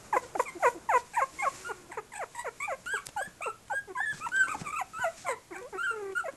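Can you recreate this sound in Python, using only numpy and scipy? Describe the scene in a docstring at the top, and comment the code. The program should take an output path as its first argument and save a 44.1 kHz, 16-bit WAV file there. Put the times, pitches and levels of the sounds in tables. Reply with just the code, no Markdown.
"""A litter of young puppies stirs on a fleece bed in a small room, fur and fleece rustling throughout.
First come yelps that slide down and often crack into a second, lower note; low moans sag beneath.
Thin squeals arch over them, and a harmonic swells as it glides through the resonance of the mouth.
From about three seconds in, paws thump, pat and tick on the bed and the squeals grow louder.
A long moan, two squeals and a last yelp close the scene."""
import sys
import numpy as np
from scipy import signal
from scipy.fft import rfft, irfft, next_fast_len
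from scipy.io import wavfile
from scipy.ndimage import map_coordinates

SR = 44100
rng = np.random.default_rng(int(sys.argv[2]) if len(sys.argv) > 2 else 0)


def file_out(sig):
    """Save sig as 16-bit WAV at sys.argv[1]."""
    # one column per channel
    cols = np.atleast_2d(sig).T
    # limit, then scale
    lim = np.clip(cols, -1, 1)
    pcm = np.round(lim * 32767).astype(np.int16)
    wavfile.write(sys.argv[1], SR, pcm)


N = 280472
TOP_HZ = 11950


def amp(db):
    """Decibels to gain."""
    return 10 ** (np.asarray(db) / 20)


def unit(x):
    """Scale to rms 1."""
    return x / np.sqrt(np.mean(x ** 2) + 1e-20)


def along(points, hz):
    """Read a curve of (Hz, value) points on a log frequency axis."""
    freqs, values = np.transpose(points)
    return np.interp(np.log(hz + 1), np.log(freqs + 1), values)


def wobble(rate, size):
    """A smooth random curve with `rate` knots a second."""
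    knots = rng.standard_normal(int(size * rate / SR) + 4)
    return map_coordinates(knots, [np.arange(size) * rate / SR])


def filtered(x, response):
    """EQ a sound with a gain that depends on frequency."""
    size = next_fast_len(len(x) + 8192)
    return irfft(rfft(x, size) * response(np.fft.rfftfreq(size, 1 / SR)), size)[:len(x)]


def noise(spectrum, size):
    """Coloured noise of rms 1."""
    return unit(filtered(rng.standard_normal(size), lambda hz: amp(along(spectrum, hz))))


def add(track, start, sound):
    """Mix a sound in at `start` seconds."""
    part = track[max(round(start * SR), 0):][:len(sound)]
    part += sound[:len(part)]


# How much the litter stirs. Each row: time in seconds, fleece hiss in dB, bed rumble in dB.
STIRRING = [(0.0, -53.5, -58.5), (0.9, -57, -59), (1.22, -54.5, -73), (1.33, -51, -65), (1.56, -45, -64),
            (1.96, -63.5, -61.5), (2.3, -57.5, -76), (3.15, -58, -66.5), (3.56, -62.5, -75),
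            (4.02, -63.5, -74), (4.16, -54, -62), (4.53, -56.5, -57), (4.64, -57, -50), (4.78, -60.5, -67),
            (5.169, -52, -70), (5.31, -64, -57.5), (5.6, -59, -94), (6.36, -61, -63)]
# Colours of the fleece and of the bed. Each row: frequency in Hz, level in dB.
FLEECE_COLOUR = [(200, -1), (700, -3), (1500, -4), (2400, -2.5), (3100, -9), (4800, -7), (6200, -3.5),
                 (7300, -1), (8300, -6), (11800, -13)]
BED_COLOUR = [(25, -54), (60, 2.5), (150, -1), (300, 2), (600, -3.5), (1500, -4.5), (4000, -53)]


def bedding(hiss_gain_db, rumble_gain_db, grain_db):
    """Crawling bodies brush the fleece in fine grains and shift the bed."""
    times, *faders = np.transpose(STIRRING)
    hiss_db, rumble_db = [np.interp(np.arange(N) / SR, times, fader) for fader in faders]
    grains = unit(amp(grain_db * wobble(700, N) + wobble(40, N)) * noise(FLEECE_COLOUR, N))
    rumble = amp(rumble_db + rumble_gain_db) * noise(BED_COLOUR, N)
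    return amp(hiss_db + hiss_gain_db) * grains + rumble


# Colour of the room tone. Each row: frequency in Hz, level in dB.
AIR_COLOUR = [(25, -4.5), (140, -2), (260, -8), (500, -10), (1100, -13), (1900, -18.5), (3600, -19.5),
              (6400, -23.5), (11800, -21)]


def room_tone(level_db):
    """The quiet room: a steady, dark wash of air."""
    return amp(level_db) * noise(AIR_COLOUR, N)


# Colour of the turbulence at the vocal folds. Each row: frequency in Hz, level in dB.
HUSK_COLOUR = [(300, -12), (800, -5), (1300, -16), (2300, 7), (3200, -23), (5200, -43), (6500, -4),
               (7800, -6), (9500, -12.5), (11500, -11)]


def cry(start, length, melody, levels, hoarse, throat, mouth,
        dome_db, quaver_db, waver, jitter, shimmer_db, husk_db, attack, release, harmonics=20):
    """Vocal folds give a stack of harmonics, mouth and throat colour them. Returns onset and sound."""
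    level_db, swell_db, octave_db, upper_db = levels
    t = np.arange(-attack, length + release, 1 / SR)
    size = len(t)
    progress = np.clip(t / length, 0, 1)
    # effort leans to the start or end of the note, is domed over it, and quavers
    effort_db = level_db + swell_db * (progress - 0.5) - dome_db * (2 * progress - 1) ** 2
    effort_db += quaver_db * wobble(49.6, size)
    # the pitch wavers slowly and jitters from cycle to cycle
    detune = waver * wobble(67.4, size) + (jitter + 0.014 * hoarse) * wobble(607, size)
    pitch = melody(progress) * (1 + detune)
    phase = 2 * np.pi * np.cumsum(pitch) / SR
    first_db = mouth_lift(pitch, **mouth)
    second_db = octave_db + mouth_lift(2 * pitch, **mouth)
    # folds close unevenly, which frays the high harmonics most, and far more when hoarse
    fraying = 0.072 + 0.3 * hoarse
    voice = np.zeros(size)
    for k in range(1, min(int(TOP_HZ / pitch.min()), harmonics) + 1):
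        harmonic_db = first_db if k == 1 else second_db if k == 2 else upper_db + along(throat, k * pitch)
        flutter_db = shimmer_db * np.sqrt(k) * wobble(124.7, size)
        fray = k * fraying * wobble(378.4, size)
        partial = np.sin(k * phase + fray + rng.uniform(0, 2 * np.pi))
        voice += amp(harmonic_db + flutter_db) * (k * pitch < TOP_HZ) * partial
    voice *= amp(4.2 * hoarse * wobble(258, size))  # hoarse rasp
    # turbulence puffs out once a cycle, in step with the strength of the voice
    strength = np.hypot(amp(first_db), amp(second_db))
    puffs = (1 + 0.5 * np.cos(phase)) * noise(HUSK_COLOUR, size)
    voice += (amp(husk_db) + amp(-14.5) * hoarse) * strength * puffs
    gate = np.clip((t - t[0]) / (2 * attack), 0, 1) * np.clip((t[-1] - t) / (2 * release), 0, 1)
    envelope = np.sqrt(2) * amp(effort_db) * np.sin(np.pi / 2 * gate) ** 2
    return start - attack, envelope * voice


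def mouth_lift(hz, centre_hz, lift_db, half_width_octaves):
    """The dB that a harmonic gains near the resonance of the mouth."""
    return lift_db * np.exp(-(np.log2(hz / centre_hz) / half_width_octaves) ** 2)


def slide(progress, first_hz, middle_hz, last_hz):
    """Pitch of a yelp or moan: one smooth bend as progress runs from 0 to 1."""
    bend_hz = middle_hz - (first_hz + last_hz) / 2
    return first_hz + (last_hz - first_hz) * progress + bend_hz * (1 - (2 * progress - 1) ** 2)


def sliding_cries(notes, throat, **folds):
    """Clear, open-mouthed notes that slide in pitch."""
    open_mouth = dict(centre_hz=997, lift_db=12, half_width_octaves=0.47)
    track = np.zeros(N)
    for start, length, first, middle, last, *levels in notes:
        add(track, *cry(start, length, lambda progress: slide(progress, first, middle, last), levels,
                        hoarse=0, throat=throat, mouth=open_mouth, **folds))
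    return track


# Yelp notes. Each row: start and length in seconds, first, middle and last pitch in Hz, level in dB,
# swell over the note in dB, trims for the octave and for the upper overtones in dB.
YELP_NOTES = [(0.128, 0.027, 1045, 822, 850, -33.5, 0, -2.5, -8.0),
              (0.164, 0.018, 571, 495, 530, -27, -6, -9, -6.5),
              (0.353, 0.014, 606, 790, 860, -39.5, -21, -10.5, -13.0),
              (0.395, 0.017, 623, 482, 560, -27, -6, -9, -7),
              (0.598, 0.044, 753.0, 829, 960, -51.5, 2, -21, -9),
              (0.626, 0.064, 816, 517, 505, -27.5, 4, -8.5, -4.5),
              (0.89, 0.052, 978, 770.0, 595, -34.5, -0.5, -1.5, -0.5),
              (0.936, 0.046, 553, 496, 480, -30.5, -1.5, -5.5, -2.5),
              (1.168, 0.048, 1007, 840, 593, -36, -0.5, -1.5, 2),
              (1.217, 0.028, 554, 529.0, 562, -35.5, -7, -2.5, -1),
              (1.423, 0.039, 834, 768, 568, -38.0, 6, -3.5, -6),
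              (1.464, 0.025, 597, 537, 575, -36, -4, -0.5, -6),
              (1.688, 0.034, 524, 447.4, 370, -41, 12.5, -10.5, -11.5),
              (1.973, 0.03, 525, 419.5, 432, -38.5, -11.5, -12.5, -6.5),
              (2.192, 0.051, 830, 677, 419.0, -40.0, 5, -10.5, -2.0),
              (2.446, 0.047, 752, 528, 452, -37.5, 5.5, -14.5, -4.5),
              (2.678, 0.044, 895, 730, 630, -39.5, 11.5, -8.5, -3),
              (2.721, 0.031, 587, 522, 554, -37, -10.5, -15, -6.5),
              (2.937, 0.029, 503, 404, 462, -43.5, -12, -14.5, -21),
              (3.164, 0.044, 895, 808, 750, -40, 5, -12, -23),
              (3.212, 0.012, 670, 540.0, 600.0, -37.5, -16, -16.5, -29),
              (3.408, 0.0076, 670, 685, 855, -40, -9, -12, -27.0),
              (3.459, 0.039, 593, 445, 415, -38.0, -8, -11, -21),
              (3.701, 0.031, 954, 845, 778, -41.5, 11, -14, -16),
              (3.734, 0.017, 630, 530, 598.0, -39.5, -13, -22, -30),
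              (3.952, 0.049, 1084, 993, 1060, -48, 2, -3.5, 4),
              (4.003, 0.0096, 840, 800, 800, -42, -15, 5, -25),
              (4.263, 0.014, 1110, 914.0, 1004.0, -42, 1.0, -4.0, 12),
              (4.546, 0.016, 792, 870, 703, -43, -11, -14, 3),
              (4.787, 0.031, 1217, 1010, 970, -46, -9, 6, 19),
              (4.813, 0.015, 797, 756, 690, -37, -9, -13.0, -0.5),
              (4.986, 0.064, 840, 1008, 844, -53, 14, 0, 18.5),
              (5.042, 0.049, 759, 658, 683, -33, -2.5, -24, -8),
              (5.247, 0.043, 781, 707, 690, -44.0, 8, -5, -5),
              (5.289, 0.058, 586, 485.4, 434, -36.5, -13.5, -18.5, -7),
              (6.241, 0.037, 814, 653, 676, -39.5, 7, -20, -5.5),
              (6.282, 0.023, 518, 556, 533, -38.5, -15, -19, -7.5)]
# Throat and muzzle EQ on a yelp's upper overtones. Each row: frequency in Hz, gain in dB.
YELP_EQ = [(1000, 18), (1500, -4.5), (2000, -3), (2500, -12.5), (3200, -34), (4500, -38.5), (6000, -42),
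           (7000, -18.5), (7900, -39), (9500, -38.5), (11500, -30.5)]


def yelps(gain_db):
    """Short falling cries; where the voice cracks, a new note starts at another pitch."""
    return amp(gain_db) * sliding_cries(
        YELP_NOTES, YELP_EQ, dome_db=3.5, quaver_db=0.35, waver=0.0034, jitter=0.0063,
        shimmer_db=1.0, husk_db=-29, attack=0.003, release=0.0041)


# Moan notes. Each row reads like a yelp's.
MOAN_NOTES = [(0.132, 0.043, 443, 368, 317, -38.0, 6, -6, -4.0),
              (0.222, 0.047, 588, 474, 557, -48, 4, -19, -6),
              (0.35, 0.037, 442, 367, 274.0, -37.5, -6.5, -10.5, -28),
              (0.55, 0.033, 396.0, 353, 328.0, -41, 3.5, -16, -30),
              (0.748, 0.036, 370, 333, 314, -41.5, 5, -16, -32),
              (1.303, 0.12, 299, 320, 370, -59.5, 9, -20, -20),
              (1.514, 0.354, 359, 374, 340, -57, -1, -22, -6),
              (1.888, 0.025, 365, 343, 362, -52.5, 15, -7, -13),
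              (3.875, 0.051, 450, 384, 360, -43, 9, -16.5, -13),
              (5.508, 0.0375, 394, 349, 308, -43.5, -6, -14.5, -7),
              (5.555, 0.071, 342, 381, 387, -49.5, -8, -25, -1),
              (5.612, 0.077, 510, 498, 664, -45, -6, -20.5, -12),
              (5.727, 0.052, 458, 376, 380.0, -39.5, 4.5, -13, -6.5),
              (5.909, 0.23, 460, 405.0, 378, -38, 3, -22.5, -13)]
# Throat and muzzle EQ on a moan's upper overtones. Each row: frequency in Hz, gain in dB.
MOAN_EQ = [(1100, -2), (1500, -6.5), (2400, -15.5), (3200, -49), (6000, -65), (7500, -54), (9000, -47)]


def moans(gain_db):
    """Low, dark cries, less steady in pitch than the yelps."""
    return amp(gain_db) * sliding_cries(
        MOAN_NOTES, MOAN_EQ, dome_db=6, quaver_db=0.3, waver=0.0086, jitter=0.012,
        shimmer_db=1.8, husk_db=-29, attack=0.0028, release=0.0035)


def swishes(strokes, spectrum, grain_db):
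    """Grainy noise that swells and fades with each stroke."""
    t = np.arange(N) / SR
    swell = sum(amp(db) * np.exp(-(2 * (t - peak) / length) ** 2) for peak, length, db in strokes)
    return swell * unit(amp(grain_db * wobble(500, N)) * noise(spectrum, N))


# Swells of hiss at the muzzle. Each row: peak time in seconds, length in seconds, level in dB.
HISS_SWELLS = [(.17, 0.067, -48.5), (.412, 0.069, -44), (.665, 0.12, -46.5), (.96, 0.098, -53),
               (1.19, 0.11, -62)]
# Colour of that hiss. Each row: frequency in Hz, level in dB.
MUZZLE_COLOUR = [(2500, -10), (4500, -13.5), (5800, -8), (7000, -1), (8500, -9), (10000, -8), (11600, -10)]


def muzzle_hiss():
    """Bright hiss rides on the closest, hardest yelps."""
    return swishes(HISS_SWELLS, MUZZLE_COLOUR, grain_db=2.5)


# Strokes across the cover. Each row: peak time in seconds, length in seconds, level in dB.
SCUFF_STROKES = [(0.242, .06, -54), (0.992, 0.045, -49), (4.145, 0.03, -50.5), (4.184, 0.057, -50),
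                 (4.296, 0.017, -65), (4.553, 0.055, -53), (4.607, 0.043, -47), (4.653, 0.02, -57.5),
                 (5.184, 0.027, -53.5), (5.22, 0.081, -50.5)]
# Colour of the rubbed cover. Each row: frequency in Hz, level in dB.
COVER_COLOUR = [(200, 1.5), (900, -16), (1700, -3), (3000, -6), (4500, -3.5), (6700, -1), (8000, -1),
                (9300, -11), (11800, -19)]


def scuffs():
    """Paws and flanks slide over the bed."""
    return swishes(SCUFF_STROKES, COVER_COLOUR, grain_db=1.5)


def arch(progress, first_hz, turn_hz, last_hz, turn, roundness=1.4):
    """A squeal's pitch strains to a turn, then lets go; roundness 1 is a corner, 2 a parabola."""
    turn = np.clip(turn, 0.05, 0.95)
    before = np.maximum(turn - progress, 0) / turn
    after = np.maximum(progress - turn, 0) / (1 - turn)
    return turn_hz + (first_hz - turn_hz) * before ** roundness + (last_hz - turn_hz) * after ** roundness


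# Squeal notes. Each row: start and length in seconds, first, turning and last pitch in Hz,
# place of the turn from 0 to 1, level in dB, swell over the note in dB,
# trims for the octave and for the upper overtones in dB, hoarseness (0 is clear, about 1 is rough).
SQUEAL_NOTES = [ (0.456, 0.047, 1240, 1047, 990, 0.83, -44.5, 4, -6.5, -11, 0.1),
                (1.133, 0.035, 838, 785, 957, 0.5, -48, 4, -0.5, -9, .9),
                (1.388, 0.052, 1096, 1062, 1210, 0.57, -41.5, 2, -4.5, -11, 0.05),
                (1.648, 0.088, 1338, 1448, 1350, 0.42, -42, -10, -21, -15.5, 0.2),
                (1.915, 0.044, 1062, 819, 800, .5, -51, -8.5, -4.5, -12.5, 1.15),
                (2.12, 0.066, 1032, 811, 887, 0.47, -47.5, 4, -4.5, -8, 0.82),
                (2.349, 0.073, 1000, 938, 989, 0.25, -43.5, 0, -11, -8.5, 0.75),
                (2.601, 0.064, 1064, 1207, 1214, 0.9, -40, -1, -7, -10, 0.36),
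                (2.863, 0.11, 1387, 1628, 1270, 0.72, -34.5, 5, -17, -13.5, 0.08),
                (2.976, 0.03, 1172, 1118, 1180, 0.26, -38.5, -14, -19, -19, 0.47),
                (3.17, 0.099, 1393, 1670, 1743, 0.67, -40.5, -8, -18, -9.5, 0.18),
                (3.419, 0.045, 1157, 1355, 1350, 0.81, -37.5, 2, -9.5, -12.5, 0.48),
                (3.466, 0.042, 1215, 1385, 1284, 0.45, -32, -4, -26, -21, 0),
                (3.7, 0.096, 1430, 1625, 1635, 0.63, -36, 2, -28, -18.5, 0),
                (3.973, 0.079, 1570, 1845, 1800, 0.98, -35.5, 3.5, -22, -18.5, 0),
                (4.057, 0.072, 1700, 1725, 1564, 0.75, -33.5, 0, -18, -20.5, 0),
                (4.208, 0.053, 1173, 1350, 1260, 0.88, -38.5, 13, -18, -22, 0),
                (4.318, 0.12, 1444, 1576, 1522, 0.41, -28, 8.5, -25.5, -21.5, 0),
                (4.434, 0.033, 1420, 1358, 1377, .4, -32, -3, -26.5, -20, 0.03),
                (4.471, .075, 1000, 1289, 1022, .58, -38, 4.5, -17, -16.5, 0.7),
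                (4.645, 0.067, 1320, 1148, 1202, 0.56, -38.5, 7.5, -17, -14.5, 0.47),
                (4.726, 0.04, 1283, 1238, 1206, 0.57, -33.5, -3, -25, -22, 0.38),
                (4.759, 0.029, 1238, 1362, 1255, 0.8, -35.5, 2, -10.5, -15, 0),
                (4.935, 0.055, 1290, 1270, 1380, 0.2, -38, 0, -24, -20, 0),
                (4.982, .087, 1407, 1555, 1270, .28, -35, 3.5, -24, -18.5, 0.11),
                (5.264, 0.064, 1145, 1035, 961, .3, -37.5, -1, -14, -13, 0.77),
                (5.526, 0.045, 1122, 784, 790, 0.76, -47.5, 16, -1, -15.5, .8),
                (5.778, .05, 1265, 1410, 1400, 0.6, -32, 8, -23, -21.5, 0.08),
                (5.829, 0.04, 1460, 1561, 1512, 0.44, -29, 3, -20, -22.5, 0),
                (5.869, 0.065, 1390, 1410, 1320, 0.27, -30, -6.5, -25, -24, 0),
                (6.152, 0.043, 1377, 1405, 1512, 0.24, -31.5, 1, -23.5, -21, 0.02),
                (6.195, 0.019, 1414, 1363, 1252, 0.7, -31, -8.5, -30, -22.5, 0), ]
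# Throat and muzzle EQ on a squeal's upper overtones. Each row: frequency in Hz, gain in dB.
SQUEAL_EQ = [(2300, 15), (2750, -13), (3300, -11), (3900, -10), (4700, -16), (6000, -22.5), (7000, -8),
             (7900, 3), (8700, -4), (9600, -21.5), (11300, -14.5)]


def squeals():
    """Thin, tight-mouthed notes that arch or dip in pitch, some of them hoarse."""
    tight_mouth = dict(centre_hz=2280, lift_db=13, half_width_octaves=0.27)
    track = np.zeros(N)
    for start, length, first, turning, last, turn, *levels, hoarse in SQUEAL_NOTES:
        add(track, *cry(start, length, lambda progress: arch(progress, first, turning, last, turn),
                        levels, hoarse, SQUEAL_EQ, tight_mouth, dome_db=4, quaver_db=1.7, waver=0.0062,
                        jitter=0.0011, shimmer_db=1.1, husk_db=-38, attack=0.0025, release=0.0027))
    return track


# Paws landing on the padding. 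Each row: start in seconds, level in dB, pitch in Hz.
PAW_LANDINGS = [(2.799, -49, 171), (3.075, -47, 119), (3.275, -39, 186), (4.128, -38.5, 122),
                (4.143, -36.5, 149), (4.199, -41.5, 111), (4.488, -42, 283), (4.553, -35.5, 284),
                (4.615, -27, 173), (4.639, -47, 110), (4.992, -38.5, 118), (6.334, -41.5, 290)]


def paw_thumps(t60, attack):
    """The padded bed answers each paw with a few cycles; it is too small to radiate deep bass."""
    track, t = np.zeros(N), np.arange(8192) / SR
    for start, db, hz in PAW_LANDINGS:
        push = np.sin(2 * np.pi * hz * t) + 0.37 * noise(BED_COLOUR, len(t))
        envelope = amp(db - 60 * t / t60) * (1 - np.exp(-t / attack))
        add(track, start, envelope * push)
    return signal.sosfilt(signal.butter(2, 85, "highpass", fs=SR, output="sos"), track)


def snaps(hits, spectrum, t60, gain_db):
    """Short dry contacts: bursts of noise, coloured by (Hz, dB) points, that die at once."""
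    track, t = np.zeros(N), np.arange(2048) / SR
    for start, db in hits:
        add(track, start, amp(db + gain_db - 60 * t / t60) * noise(spectrum, len(t)))
    return track


# Pats on the cover. Each row: start in seconds, level in dB.
PAT_HITS = [(2.8587, -42.5), (3.0896, -40.5), (3.6815, -51.5), (4.2875, -41), (4.3642, -40.5),
            (4.4842, -42), (4.6125, -41.5), (5.6262, -49.5), (6.024, -58.5), (6.123, -52), (6.3254, -54.5)]


def paw_pats():
    """Paws slap lightly on the stiff cover."""
    colour = [(200, 7), (1000, -3), (2700, 5), (4500, -8), (7500, 1), (12000, -17)]
    return snaps(PAT_HITS, colour, t60=0.022, gain_db=4)


# Claw catches. Each row: start in seconds, level in dB.
CLAW_HITS = [(3.057, -38), (3.0585, -36), (3.0614, -35), (3.065, -33), (3.0682, -21), (5.584, -38.5)]


def claw_ticks():
    """Claws catch on the bed with tiny, bright clicks."""
    colour = [(500, -13), (3000, -13), (6000, 2), (9000, 4.5), (12000, -4.5)]
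    return snaps(CLAW_HITS, colour, t60=0.0061, gain_db=-2)


# Decay of the small room. Each row: frequency in Hz, time to fall 60 dB in seconds.
ROOM_DECAY = [(200, 0.44), (1200, 0.21), (3000, 0.25), (10000, 0.069)]


def room_echoes(sound, early_db, tail_db):
    """Near walls send back a few copies, along with a short diffuse tail."""
    hz, t, spectra = signal.stft(rng.standard_normal(SR // 2), SR, nperseg=256)
    decay = amp(-60 * t / along(ROOM_DECAY, hz)[:, None])
    tail = signal.istft(spectra * decay, SR, nperseg=256)[1]
    impulse = np.pad(amp(tail_db) * tail / np.linalg.norm(tail), (400, 0))  # 9 ms of pre-delay
    wall_delays = rng.uniform(0.006, 0.028, size=6)
    polarity = rng.choice([-1, 1], len(wall_delays))
    impulse[(wall_delays * SR).astype(int)] += amp(early_db) * polarity / np.sqrt(len(wall_delays))
    return signal.fftconvolve(sound, impulse)[:N]


def scene():
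    """Mono mix: yelps, moans and paws come from nearby; the squeals carry more of the room."""
    floor = bedding(hiss_gain_db=-1, rumble_gain_db=2.5, grain_db=0.5) + room_tone(level_db=-58)
    near = yelps(gain_db=1) + moans(gain_db=0.5) + muzzle_hiss() + scuffs()
    squealing = squeals()
    near += paw_thumps(t60=0.051, attack=0.00017) + paw_pats() + claw_ticks()
    echoes = room_echoes(near, early_db=-22, tail_db=-22)
    echoes += room_echoes(squealing, early_db=-12, tail_db=-12)
    return (floor + near + squealing + echoes)[None]


def record(dry):
    """The phone keeps nothing above its band limit."""
    return np.array([filtered(channel, lambda hz: hz < TOP_HZ) for channel in dry])


dry = scene()
out = record(dry)
file_out(out)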